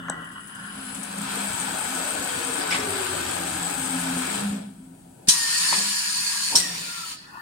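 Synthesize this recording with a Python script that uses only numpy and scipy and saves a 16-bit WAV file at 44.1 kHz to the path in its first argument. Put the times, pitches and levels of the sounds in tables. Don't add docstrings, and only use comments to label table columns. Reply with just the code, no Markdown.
import sys
import numpy as np
from scipy import signal
from scipy.fft import rfft, irfft, next_fast_len
from scipy.io import wavfile
from scipy.ndimage import uniform_filter1d, map_coordinates

SR = 44100
rng = np.random.default_rng(int(sys.argv[2]) if len(sys.argv) > 2 else 0)


def generate_wav(signal):
    frames = np.transpose(np.atleast_2d(signal))
    scaled = np.clip(frames, -1, 1) * 32767
    pcm = np.round(scaled).astype(np.int16)
    wavfile.write(sys.argv[1], SR, pcm)


def volts_from_decibels(level):
    exponent = np.asarray(level, float) / 20
    return 10 ** exponent


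N = 326781
T = np.arange(N) / SR
VALVE_OPENS, VALVE_SHUTS = 5.272, 7.15


def unit(x):
    return x / np.sqrt(np.mean(np.atleast_2d(x).mean(0) ** 2) + 1e-20)


def along(points, hz):
    f, v = np.transpose(points)
    return np.interp(np.log(hz + 1), np.log(f + 1), v)


def curves(rows):
    s, *cols = np.vstack(rows).T
    return [np.interp(T, s, c) for c in cols]


def window(rows, fade):
    inside = np.minimum(T - rows[0][0], rows[-1][0] - T)
    return np.clip(inside / fade + 1, 0, 1)


def wobble(rate):
    knots = rng.standard_normal(int(N * rate / SR) + 4)
    return map_coordinates(knots, [T * rate])


def filtered(x, response):
    m = next_fast_len(N + 8192)
    hz = np.fft.rfftfreq(m, 1 / SR)
    return irfft(rfft(x, m) * response(hz), m)[..., :N]


# f/Hz, likeness
PORT_LIKENESS = [(30, 0.87), (60, 0.934), (200, 1), (400, 0.71), (1000, 0.317), (8000, 0.41), (15000, 0.25)]


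def rush(spectrum, lag_ms, patchy_db, peaks=(), grit_db=0, ripple_db=3.0):
    grain = rng.standard_normal((2, N)) * volts_from_decibels(grit_db * wobble(700))
    z = signal.stft(grain, nperseg=512)[2]
    field = rng.standard_normal(z.shape[1:])
    field = uniform_filter1d(uniform_filter1d(field, size=5, axis=0), size=12, axis=1)
    patchy = signal.istft(z * volts_from_decibels(patchy_db * field / field.std()), nperseg=512)[1][:, :N]
    m = next_fast_len(N)
    a, b = rfft(patchy, m)
    hz = np.fft.rfftfreq(m, 1 / SR)
    ripple = np.interp(hz, np.arange(900) * 25., rng.standard_normal(900))
    resonances = sum(db / (1 + (2 * (hz - c) / w) ** 2) for c, w, db in peaks)
    gain = volts_from_decibels(along(spectrum, hz) + ripple_db * ripple + resonances)
    alike = np.clip(along(PORT_LIKENESS, hz), 0, .99)
    shared = alike * np.exp(-2j * np.pi * hz * lag_ms / 1000)
    right = shared * a + np.sqrt(1 - alike ** 2) * b
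    gain = gain / np.sqrt(1 + shared.real)
    return unit(irfft(gain * np.array([a, right]), m)[:, :N])


def fuzzy_line(hz, blur_hz, clear, apart):
    turn = np.exp(2j * np.pi * np.cumsum(hz * np.ones(N)) / SR)
    both, left, right = [wobble(blur_hz) + 1j * wobble(blur_hz) for _ in range(3)]
    smear = clear + both + apart * np.array([left, right])
    return unit(np.real(smear * turn))


def glide(rows, blur_hz, clear, apart=1):
    hz, db = curves(rows)
    return volts_from_decibels(db) * window(rows, 0.0325) * fuzzy_line(hz, blur_hz, clear, apart)


def burst(s, db, rise, t60, tail_db, tail_t60):
    t, out = T[:SR // 2], np.zeros(N + SR)
    fall = volts_from_decibels(db - 60 * t / t60)
    tail = volts_from_decibels(db + tail_db - 60 * t / tail_t60)
    out[round(s * SR):][:len(t)] = (1 - np.exp(-t / rise)) * (fall + tail)
    return out[:N]


def swells(rows):
    levels = []
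    for s, db, build, lose in rows:
        drop = np.where(T < s, (s - T) / abs(build), (T - s) / abs(lose))
        levels.append(volts_from_decibels(db - 20 * drop))
    return np.max(levels, axis=0)


# t/s, jet level/dB
AIR_FLOW = [(5.37, -28), (5.66, -24.5), (6.0, -28.5), (6.52, -29), (6.68, -34), (7.126, -36.5),
            (7.174, -47.5), (7.32, -58.5)]


def ducking():
    jet_db, = curves(AIR_FLOW)
    return volts_from_decibels(-0.078 * (jet_db - jet_db[-1]) * (T > VALVE_OPENS))


# t/s, effort level/dB
CARRIAGE_EFFORT = [(0.0, -30), (0.41, -26.5), (0.78, -12.5), (1.2, -6), (1.36, -1), (1.9, 0), (4.38, 0),
                   (4.53, -8.5), (4.74, -31.5), (4.9, -34.5)]


def effort(full_db, grows, rest_db):
    working = volts_from_decibels(full_db + grows * curves(CARRIAGE_EFFORT)[0]) * (T < VALVE_OPENS)
    return working + volts_from_decibels(rest_db) * ducking()


# f/Hz, level/dB per Hz
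HALL_COLOUR = [(15, -38), (25, -19.5), (50, -1), (76, -3), (97, 1.5), (114, -5.5), (170, 1.5), (229, -7.5),
               (270, -7.5), (350, -7), (540, -27), (936, -22), (1700, -43), (6050, -31), (11000, -20.5),
               (11900, -36.5), (16000, -27)]
# f/Hz, width/Hz, level/dB
DISTANT_MACHINES = [(950, 80, 9.5), (1320, 70, 7.5)]


def hall():
    return volts_from_decibels(-55) * ducking() * rush(HALL_COLOUR, 0, patchy_db=0.0, peaks=DISTANT_MACHINES)


# t/s, motor field f/Hz, carrier level/dB
DRIVE_RUN = [(.17, 1.35, -72.5), (.25, 5.5, -60.5), (.5, 20, -55), (.9, 44.7, -49), (1.2, 58.7, -55),
             (1.5, 80, -60.5), (1.8, 120, -72.5), (2.1, 92.5, -86)]
# multiple of the field, level/dB
DRIVE_SIDEBANDS = [(0, 1), (1, 5.5), (-1, -24.5), (5, -6.5), (-5, 1.5)]


def drive():
    carrier_hz = 10000
    field_hz, db = curves(DRIVE_RUN)
    field = 2 * np.pi * np.cumsum(field_hz) / SR
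    lines = 0
    for k, level in DRIVE_SIDEBANDS:
        strength = volts_from_decibels(level + 3.7 * np.array([wobble(12.06), wobble(11.14)]))
        lines = lines + strength * np.sin(2 * np.pi * carrier_hz * T + k * field)
    half = volts_from_decibels(-10.5) * fuzzy_line(carrier_hz / 2, blur_hz=120.5, clear=0.48, apart=1)
    return volts_from_decibels(db) * window(DRIVE_RUN, .02) * (lines + half)


MODE_HZ = [175.1, 202.2, 260.65]
MODE_FULL_DB = [-61.5, -78.5, -68]
MODE_STILL_DB = [-79, -70.5, -96.5]
# t/s of the top, level/dB, build t/s per 20 dB, loss t/s per 20 dB
MODE_SWELLS = [
    [(0.0, -33.5, 0.5, 0.29), (1.25, -42.5, .5, -0.2), (2.06, -48.5, -3, 0.2), (2.78, -44, 0.28, 0.36),
     (3.45, -43, 0.43, 2.45), (4.19, -33.5, 0.8, 0.28), (4.62, -42, 1.2, -0.02), (5.75, -47.5, -0.35, 0.27),
     (6.62, -40, -0.09, 0.4)],
    [(0.0, -52.5, -0.62, -0.96), (.7, -46, -0.04, 2.12), (1.0, -41.5, -1, 2.34), (1.22, -39.5, 0.53, -0.57),
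     (1.55, -47.5, .6, 1.0), (4.48, -26.5, 0.18, 0.26), (4.62, -37, 0.36, 0.15), (5.77, -40.5, 0.01, 0.28),
     (6.2, -52, 0.86, 1.04)],
    [(0.0, -41, -2.3, .5), (.95, -42.5, 0.49, 0.34), (1.24, -46, 0.34, -1.5), (1.95, -44, 1.12, -0.93),
     (2.45, -39, 0.19, 0.2), (2.8, -45, 1.26, -2.17), (3.95, -31.5, 0.29, 0.8), (4.17, -33, 0.79, -0.19),
     (4.5, -40, -0.67, -0.7), (5.45, -50.5, -0.09, 0.71), (6.56, -43.5, -0.02, 0.08)],
]
# t/s, level/dB, build t/s per 20 dB, loss t/s per 20 dB
BED_JOLTS = [
    (0.0, -56, .1, 0.4),
    (.09, -46, -0.03, 0.2534),
    (2.75, -48, -0.48, 0.61),
    (4.62, -50.5, 1.18, 0.12),
    (5.3, -56, -0.58, 1.28),
    (5.73, -44.5, -0.04, 0.25),
    (6.55, -36, 0.04, 0.1118),
    (6.62, -47.5, 0.1667, .5),
]
# t/s, f/Hz, level/dB
BED_SHUDDER = [(2.8, 98.37, -49), (2.95, 94, -44), (3.3, 88.76, -49), (3.65, 84.36, -52)]
# f/Hz, level/dB per Hz
RUMBLE_COLOUR = [(15, -50), (25, -29.5), (50, -15), (129, -2), (183, -0.5), (259, -2.5), (290, 0),
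                 (380, -18.5), (640, -120)]


def frame():
    modes = 0
    for rows, db, rest_db, hz in zip(MODE_SWELLS, MODE_FULL_DB, MODE_STILL_DB, MODE_HZ):
        envelope = swells(rows) + effort(db, 0.93, rest_db)
        modes = modes + envelope * fuzzy_line(hz, blur_hz=23.998, clear=1.43, apart=0.245)
    shudder = glide(BED_SHUDDER, blur_hz=23.15, clear=0.28, apart=0.13)
    shaking = effort(full_db=-49, grows=0.362, rest_db=-62) + volts_from_decibels(-2.5) * swells(BED_JOLTS)
    return modes + shudder + shaking * rush(RUMBLE_COLOUR, 0, patchy_db=4.0, ripple_db=-0.5)


# t/s, level/dB, build t/s per 20 dB, loss t/s per 20 dB
GUIDE_PULLS = [
    (0.0, -63, .1, -4.2),
    (.09, -40.5, -0.51, 0.74),
    (.21, -41, -0.14, .5),
    (.3, -44.5, 0.57, .5),
    (.38, -41, 0.17, 0.1),
    (.5, -49.5, 1, 3.25),
    (.62, -43, 0.63, 1.14),
    (.78, -47, 0.82, 1),
]
# f/Hz, level/dB per Hz
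DRAG_COLOUR = [(410, -45.5), (700, -31), (854, -15.5), (1040, -5), (1230, -7), (1480, 2.5), (1790, -8.5),
               (2000, -12), (2200, -39), (2510, -32), (2960, -8), (3640, -31.5), (4670, -44.5), (5090, -35),
               (5500, -49), (7150, -78), (12100, -120)]
# t/s, f/Hz, level/dB
STROKE_FADING = [
    [(0.0, 3500, -60), (.06, 3450, -65.5)],
    [(0.0, 1600, -55.5), (.07, 1550, -54)],
]
# t/s, level/dB, build t/s per 20 dB, loss t/s per 20 dB
LAST_PUSH = [
    (7.335, -47, .06, .6),
    (7.38, -43, .2, .6),
]
# f/Hz, level/dB per Hz
PUSH_COLOUR = [(300, -70.5), (600, -23), (950, 1), (1400, -5), (1860, -5), (2200, -28), (2650, -10),
               (3300, -32.5)]
# t/s, f/Hz, level/dB
GUIDE_SQUEAL = [(.12, 1948, -47.5), (.45, 1879, -58.5), (.7, 1698, -61.5)]


def slides():
    pulls = swells(GUIDE_PULLS) * volts_from_decibels(0.39 * wobble(40.2))
    drag = pulls * rush(DRAG_COLOUR, 0.216, patchy_db=1.5, grit_db=2.0)
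    fading = sum(glide(rows, blur_hz=402, clear=0) for rows in STROKE_FADING)
    push = swells(LAST_PUSH) * rush(PUSH_COLOUR, 0.28, patchy_db=5.5, grit_db=-1.0)
    return drag + fading + push + glide(GUIDE_SQUEAL, blur_hz=89.5, clear=0.29)


# f/Hz, level/dB per Hz
ROAR_COLOUR = [(460, -22), (780, -7.5), (1260, -1.5), (1370, -0.5), (1510, 1.5), (2050, -9), (2210, -7),
               (2690, -6), (4050, -10), (4890, -10), (6000, -21.5), (7800, -42.5), (13200, -120)]
RATTLE_COLOUR = [(3530, -52.5), (6000, -14.5), (7250, -11), (7740, -3.5), (8540, -1), (9350, -10.5),
                 (10100, -13), (10900, -19.5), (13200, -18.5), (15200, -25.5), (16000, -21)]
DRONE_COLOUR = [(170, -20), (290, -2), (344, -2.5), (459, -4), (666, -7.5), (780, -7), (1010, -13),
                (1720, -120)]
# f/Hz, width/Hz, level/dB
BED_RESONANCES = [(910, 77, 4.5), (1515, 45, -0.5), (2280, 75, 2.5), (2614, 87, -1), (8030, 380, 0.22)]
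# t/s, peak level/dB
BALL_PUFFS = [(0.2448, -51.5), (0.3194, -43.5), (0.4044, -48.5), (0.4703, -35), (0.5472, -35.5),
              (0.6494, -41), (0.7427, -47.5), (0.8494, -35.5), (0.9448, -21.5), (1.03, -16.5),
              (1.1802, -34.5), (1.213, -26.5)]
# t/s, f/Hz, level/dB
SCREW_ORDERS = [
    [(1.9, 1480, -48), (2.3, 1469, -52.5), (2.7, 1512, -42), (3.2, 1563, -51.5), (3.7, 1637, -47),
     (4.3, 1568, -57.5)],
    [(2.8, 1170, -46), (3.2, 1201, -47.5), (3.65, 1262, -46.5), (4.0, 1237, -65.5), (4.35, 1195, -51)],
    [(1.3, 4943, -57.5), (2.6, 4910, -55), (4.4, 4950, -56.5)],
]
# t/s, f/Hz, level/dB
BROAD_WHINE = [(1.4, 962, -49.5), (1.7, 880, -42), (1.9, 752.5, -42.5), (2.1, 612, -44),
               (2.3, 519.7, -48.5)]
SLOWING_WHINE = [(2.2, 510, -51.5), (2.5, 474, -42), (2.75, 431.9, -49.5), (2.87, 402, -37),
                 (3.1, 379.3, -38.5), (3.3, 343.1, -43.5), (3.6, 300.8, -44), (3.9, 267.9, -41.5)]
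# t/s, f/Hz, level/dB
SHAFT_CLIMB = [(1.35, 190.1, -56), (1.55, 205.5, -57.5), (1.85, 239.9, -46.5), (2.3, 266.6, -56.5),
               (2.7, 300.6, -44), (2.8, 303.4, -55)]
BED_GROAN = [(3.4, 780, -48.5), (3.65, 795, -41), (4.0, 829.4, -47.5), (4.1, 830, -57)]


def carriage():
    moving = T < VALVE_OPENS
    puffs = sum(burst(s, 0.588 * db - 25.5, 0.0017, 0.077, -31.5, 0.28) for s, db in BALL_PUFFS)
    roar = effort(full_db=-35, grows=0.907, rest_db=-104) * volts_from_decibels(0.795 * wobble(7.95))
    roar = roar * rush(ROAR_COLOUR, 0.6527, patchy_db=0.69, peaks=BED_RESONANCES, grit_db=1.0)
    rattle = moving * effort(full_db=-34, grows=1.247, rest_db=-65) * volts_from_decibels(0.24 * wobble(29.97)) + puffs
    rattle = rattle * rush(RATTLE_COLOUR, 0.636, patchy_db=2.0, peaks=BED_RESONANCES, grit_db=2.0)
    drone = effort(full_db=-43, grows=1, rest_db=-72.5) + swells(BED_JOLTS)
    drone = drone * rush(DRONE_COLOUR, 0.532, patchy_db=2.0, peaks=[(320.4, 30.0, -4.0)])
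    orders = sum(glide(rows, blur_hz=59.88, clear=0.19) for rows in SCREW_ORDERS)
    whine = glide(BROAD_WHINE, blur_hz=229.1, clear=0.098) + glide(SLOWING_WHINE, blur_hz=60.09, clear=1.07)
    groan = glide(BED_GROAN, blur_hz=130.7, clear=0.194)
    climb = glide(SHAFT_CLIMB, blur_hz=22.066, clear=1.0)
    return moving * roar + rattle + drone + orders + whine + groan + climb


# f/Hz, t60/s
HALL_DECAY = [(200, 0.55), (2000, 0.37), (10000, 0.097)]


def room(x):
    hz, t, z = signal.stft(rng.standard_normal((2, SR // 2)), SR, nperseg=256)
    decay = volts_from_decibels(-60 * t / along(HALL_DECAY, hz)[:, None])
    tail = signal.istft(z * decay, SR, nperseg=256)[1]
    delayed = np.pad(x, (150, 0))[None]
    return signal.fftconvolve(delayed, tail / np.linalg.norm(tail[0]), axes=1)[:, :N]


# t/s, peak level/dB, ring f/Hz, t60/s
STOP_KNOCKS = [(0.0845, -19.5, 1435, 0.0148), (0.085, -24, 1070, 0.0163), (.085, -42.5, 6330, 0.0176),
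               (0.0985, -25, 6140, 0.01), (0.085, -32, 1681, 0.14), (.1, -31, 1482, 0.21),
               (0.0984, -14.5, 7965, 0.0166), (.099, -32.5, 3820, 0.0153), (0.0993, -5.5, 740, 0.00507),
               (1.37, -31.5, 457, 0.081), (2.615, -26.5, 4843, 0.056), (2.668, -29, 1493, 0.254),
               (2.707, -22, 5013, 0.029), (2.711, -27.5, 2596, 0.03), (2.708, -25.5, 1143, .03),
               (2.716, -25, 2193, 0.097), (2.713, -23, 5320, .03), (2.742, -26, 2610, 0.048),
               (2.756, -30, 595, 0.036), (2.745, -27, 1106, 0.083), (2.804, -28.5, 1264, 0.021),
               (2.776, -32.5, 297, 0.032), (2.843, -32.5, 300, 0.025), (2.722, -27.5, 3375, 0.047),
               (2.726, -20, 2393, 0.039), (2.743, -33.5, 2350, 0.053), (2.749, -32.5, 3400, 0.0073),
               (2.759, -28, 1965, 0.028), (2.764, -25, 882, 0.037), (2.801, -30, 5430, 0.038),
               (2.814, -35.5, 3324, 0.15), (2.825, -26.5, 260, 0.036), (5.281, -11.5, 193, 0.0221),
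               (5.2846, -17, 5800, 0.031), (5.286, -13.5, 8800, 0.031), (5.293, -10, 5970, 0.0185),
               (5.297, -19.5, 3980, 0.147), (5.307, -16, 8800, 0.04), (5.727, -9.5, 950, 0.0145),
               (6.525, -27, 897, 0.07), (6.548, -22.5, 946, 0.07), (6.5545, -9, 5370, 0.049),
               (6.555, -23.5, 8300, 0.057), (6.559, -12.5, 5417, 0.0235), (6.5644, -7.5, 5550, 0.0207),
               (6.563, -16.5, 8270, .05), (6.564, -19.5, 4054, 0.11)]
# t/s, level/dB, rise/s, t60/s, tail level/dB, tail t60/s
WOOD_TUMBLE = [
    (2.707, -29, 0.00194, 0.297, -10, 0.39),
    (2.722, -33, .002, 0.183, -14, .3),
    (2.742, -35, 0.0027, 0.21, -14.5, .3),
    (2.8, -38, .003, 0.0664, -13, 0.19),
    (5.727, -30, 0.00205, 0.156, -7, 0.36),
]
# f/Hz, level/dB per Hz
WOOD_COLOUR = [(200, -26.5), (400, -11.5), (758, -10.5), (1080, 0), (1470, -8.5), (2200, -0.5), (3160, -6),
               (3410, -3.5), (3800, -5.5), (5360, -9.5), (5850, -21.5), (8000, -7), (10400, -43),
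               (17600, -120)]


def knocks():
    rings = np.zeros(N + SR)
    t = T[:SR // 2]
    for s, db, hz, t60 in STOP_KNOCKS:
        pair = np.sin(2 * np.pi * hz * t) + 0.346 * np.sin(2 * np.pi * 1.08 * hz * t)
        onset = 1 - np.exp(-t * hz * 1.24)
        rings[round(s * SR):][:len(t)] += volts_from_decibels(db - 60 * t / t60) * onset * pair
    rings = rings[:N]
    clatter = sum(burst(*row) for row in WOOD_TUMBLE) * rush(WOOD_COLOUR, 0.267, patchy_db=-1.5, grit_db=0.5)
    return rings + volts_from_decibels(-12.0) * room(rings) + clatter


# t/s, level/dB, rise/s, t60/s, tail level/dB, tail t60/s
RELEASE_BLAST = (5.2835, -11.5, .002, .19, -17, .5)
CLAMP_BLAST = (6.5535, -14, .003, .15, -12, .5)
# f/Hz, level/dB per Hz
PIPE_COLOUR = [(440, -50.5), (620, -36), (750, -18.5), (847, -15), (951, -8.5), (1300, -7), (1540, -6),
               (1750, -1), (2120, -5.5), (2550, -5), (3000, -6), (3900, -18), (6600, -120)]
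JET_COLOUR = [(1760, -34), (3000, -16), (3520, -9), (4080, -3), (4930, -2.5), (5480, -6.5), (6170, -6),
              (6810, -3.5), (7400, -6), (8050, -4), (9270, -1.5), (10500, -14), (12400, -16),
              (16000, -24.5)]
RELEASE_COLOUR = [(210, -42.5), (350, -25), (674, -35.5), (943, -20), (1140, -34.5), (1880, -20),
                  (2170, -25), (2420, -16), (3450, -9.5), (3920, -7), (4380, -9.5), (5750, -2), (7310, -7),
                  (8850, -1.5), (16000, -30)]
CLAMP_COLOUR = [(880, -26.5), (1500, -22), (2100, -25.5), (2860, -17.5), (3730, -12), (4000, -9),
                (5120, -8), (5660, -2.5), (6240, -13), (8400, -4.5), (10100, -17), (14900, -25.5),
                (16000, -32.5)]
# f/Hz, width/Hz, level/dB
MUFFLER_RESONANCES = [(950, 64, 5.7), (2565, 83, 6.3), (3793, 56, 2.34), (4025, 23, 9.2), (4160, 30, 5.3),
                      (4370, 19.3, 8.2), (4460, 58, 10), (4827, 24.6, 7.1), (5150, 36, 4.4),
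                      (5435, 65, 6.2), (6280, 40, 4.6), (7002, 69, 12.3), (7820, 63, 3.2), (9130, 42, 4.1),
                      (9497, 150, 5.5)]
PIPE_LEVELS = [-9.5, -7.5]
# f/Hz, level/dB
CLAMPED_TILT = [(3000, 0.5), (3600, 6), (4200, -2), (4900, -1), (9500, -3), (11000, -3), (14000, 3.5)]
SHUT_TILT = [(2500, 9), (4200, 4.5), (6000, -3.5), (12000, -10)]
# t/s, f/Hz, level/dB
RELEASE_WHISTLE = [(5.3, 1930, -44), (5.35, 1900, -39.5), (5.39, 1860, -36), (5.46, 1808, -33.5),
                   (5.515, 1829, -43), (5.56, 1870, -31.5), (5.6, 1835, -46), (5.7, 1800, -39.5),
                   (5.74, 1811, -46.5)]
CLAMP_WHISTLE = [(6.58, 2080, -42.5), (6.61, 1950, -37), (6.65, 1870, -39), (6.69, 1850, -41.5),
                 (6.73, 1780, -52.5)]
LAST_WHISTLE = [(6.86, 1403, -48.5), (6.92, 1412, -40), (6.96, 1380, -43), (7.01, 1355, -37.5),
                (7.09, 1317, -47), (7.16, 1276, -49.5)]
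LONG_WHISTLE = [(5.53, 1708, -47.5), (5.6, 1731, -45), (5.7, 1732, -41), (5.77, 1695, -41),
                (5.85, 1691, -45), (6.1, 1660, -47.5), (6.35, 1641, -44), (6.52, 1638, -49)]
# t/s, f/Hz, level/dB
CHUCK_RING = [(6.59, 5610, -34), (6.63, 5668, -37.5), (6.66, 5666, -34.5), (6.68, 5520, -40.5),
              (6.695, 5670, -40.5), (6.72, 5590, -43), (6.76, 5680, -42.5)]


def exhaust():
    jet_db, = curves(AIR_FLOW)
    before_clamp = T < CLAMP_BLAST[0]
    opened = np.interp(T, VALVE_OPENS + np.array([0, .002, .011, .02]), [0, .45, .55, 1])
    pipe = volts_from_decibels(jet_db + np.where(before_clamp, *PIPE_LEVELS))
    pipe = pipe * rush(PIPE_COLOUR, 0.841, patchy_db=1.77, peaks=MUFFLER_RESONANCES)
    jet = volts_from_decibels(jet_db + 0.176 * wobble(26))
    jet = jet * rush(JET_COLOUR, 0.7576, patchy_db=1.26, peaks=MUFFLER_RESONANCES, grit_db=-0.85)
    shut = np.clip((T - VALVE_SHUTS) / 0.028, 0, 1)
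    clamped = filtered(jet, lambda hz: volts_from_decibels(along(CLAMPED_TILT, hz)))
    echo = filtered(jet, lambda hz: volts_from_decibels(along(SHUT_TILT, hz)))
    jet = np.where(before_clamp, jet, (1 - shut) * clamped + shut * echo)
    release = burst(*RELEASE_BLAST) * rush(RELEASE_COLOUR, 0.766, patchy_db=1.0, grit_db=1.5)
    clamp = burst(*CLAMP_BLAST) * rush(CLAMP_COLOUR, -0.42, patchy_db=1.0, grit_db=2.5)
    whistles = glide(RELEASE_WHISTLE, blur_hz=55, clear=3.1, apart=0.52)
    whistles = whistles + glide(CLAMP_WHISTLE, blur_hz=129.8, clear=0.84)
    whistles = whistles + glide(LAST_WHISTLE, blur_hz=69.9, clear=1.24)
    whistles = whistles + glide(LONG_WHISTLE, blur_hz=60, clear=1.45)
    chuck = glide(CHUCK_RING, blur_hz=221.9, clear=0.4)
    return opened * (pipe + jet) + release + clamp + whistles + chuck


def ported(x, balance):
    def response(hz):
        tilt = volts_from_decibels(np.array([[.5], [-.5]]) * along(balance, hz))
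        return tilt / np.sqrt(np.mean(tilt ** 2, 0))
    return filtered(x, response)


# f/Hz, left minus right level/dB
MACHINE_BALANCE = [(60, 3), (99, -0.5), (160, -1), (270, 1), (450, 2.5), (740, 6), (1220, 0.5), (2010, 4.5),
                   (3330, 3), (5500, -4.5), (9080, 17.5), (15000, -4.5)]
AIR_BALANCE = [(60, -2), (99, 1), (160, 4), (270, 7), (450, -6), (740, 2.5), (1220, -2), (2010, 6.5),
               (3330, 2.5), (5500, -7), (9080, 12), (15000, -5)]


def scene():
    air = hall() + drive() + exhaust()
    machine = frame() + slides() + carriage() + knocks()
    return ported(machine, MACHINE_BALANCE) + ported(air, AIR_BALANCE)


def low_pass(x):
    return signal.sosfilt(signal.butter(12, 16860, fs=SR, output="sos"), x)


def record(dry):
    clipped = np.clip(dry, -.9, .9)
    mix = filtered(clipped, lambda hz: hz < 15850)
    return low_pass(mix)


dry = scene()
out = record(dry)
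generate_wav(out)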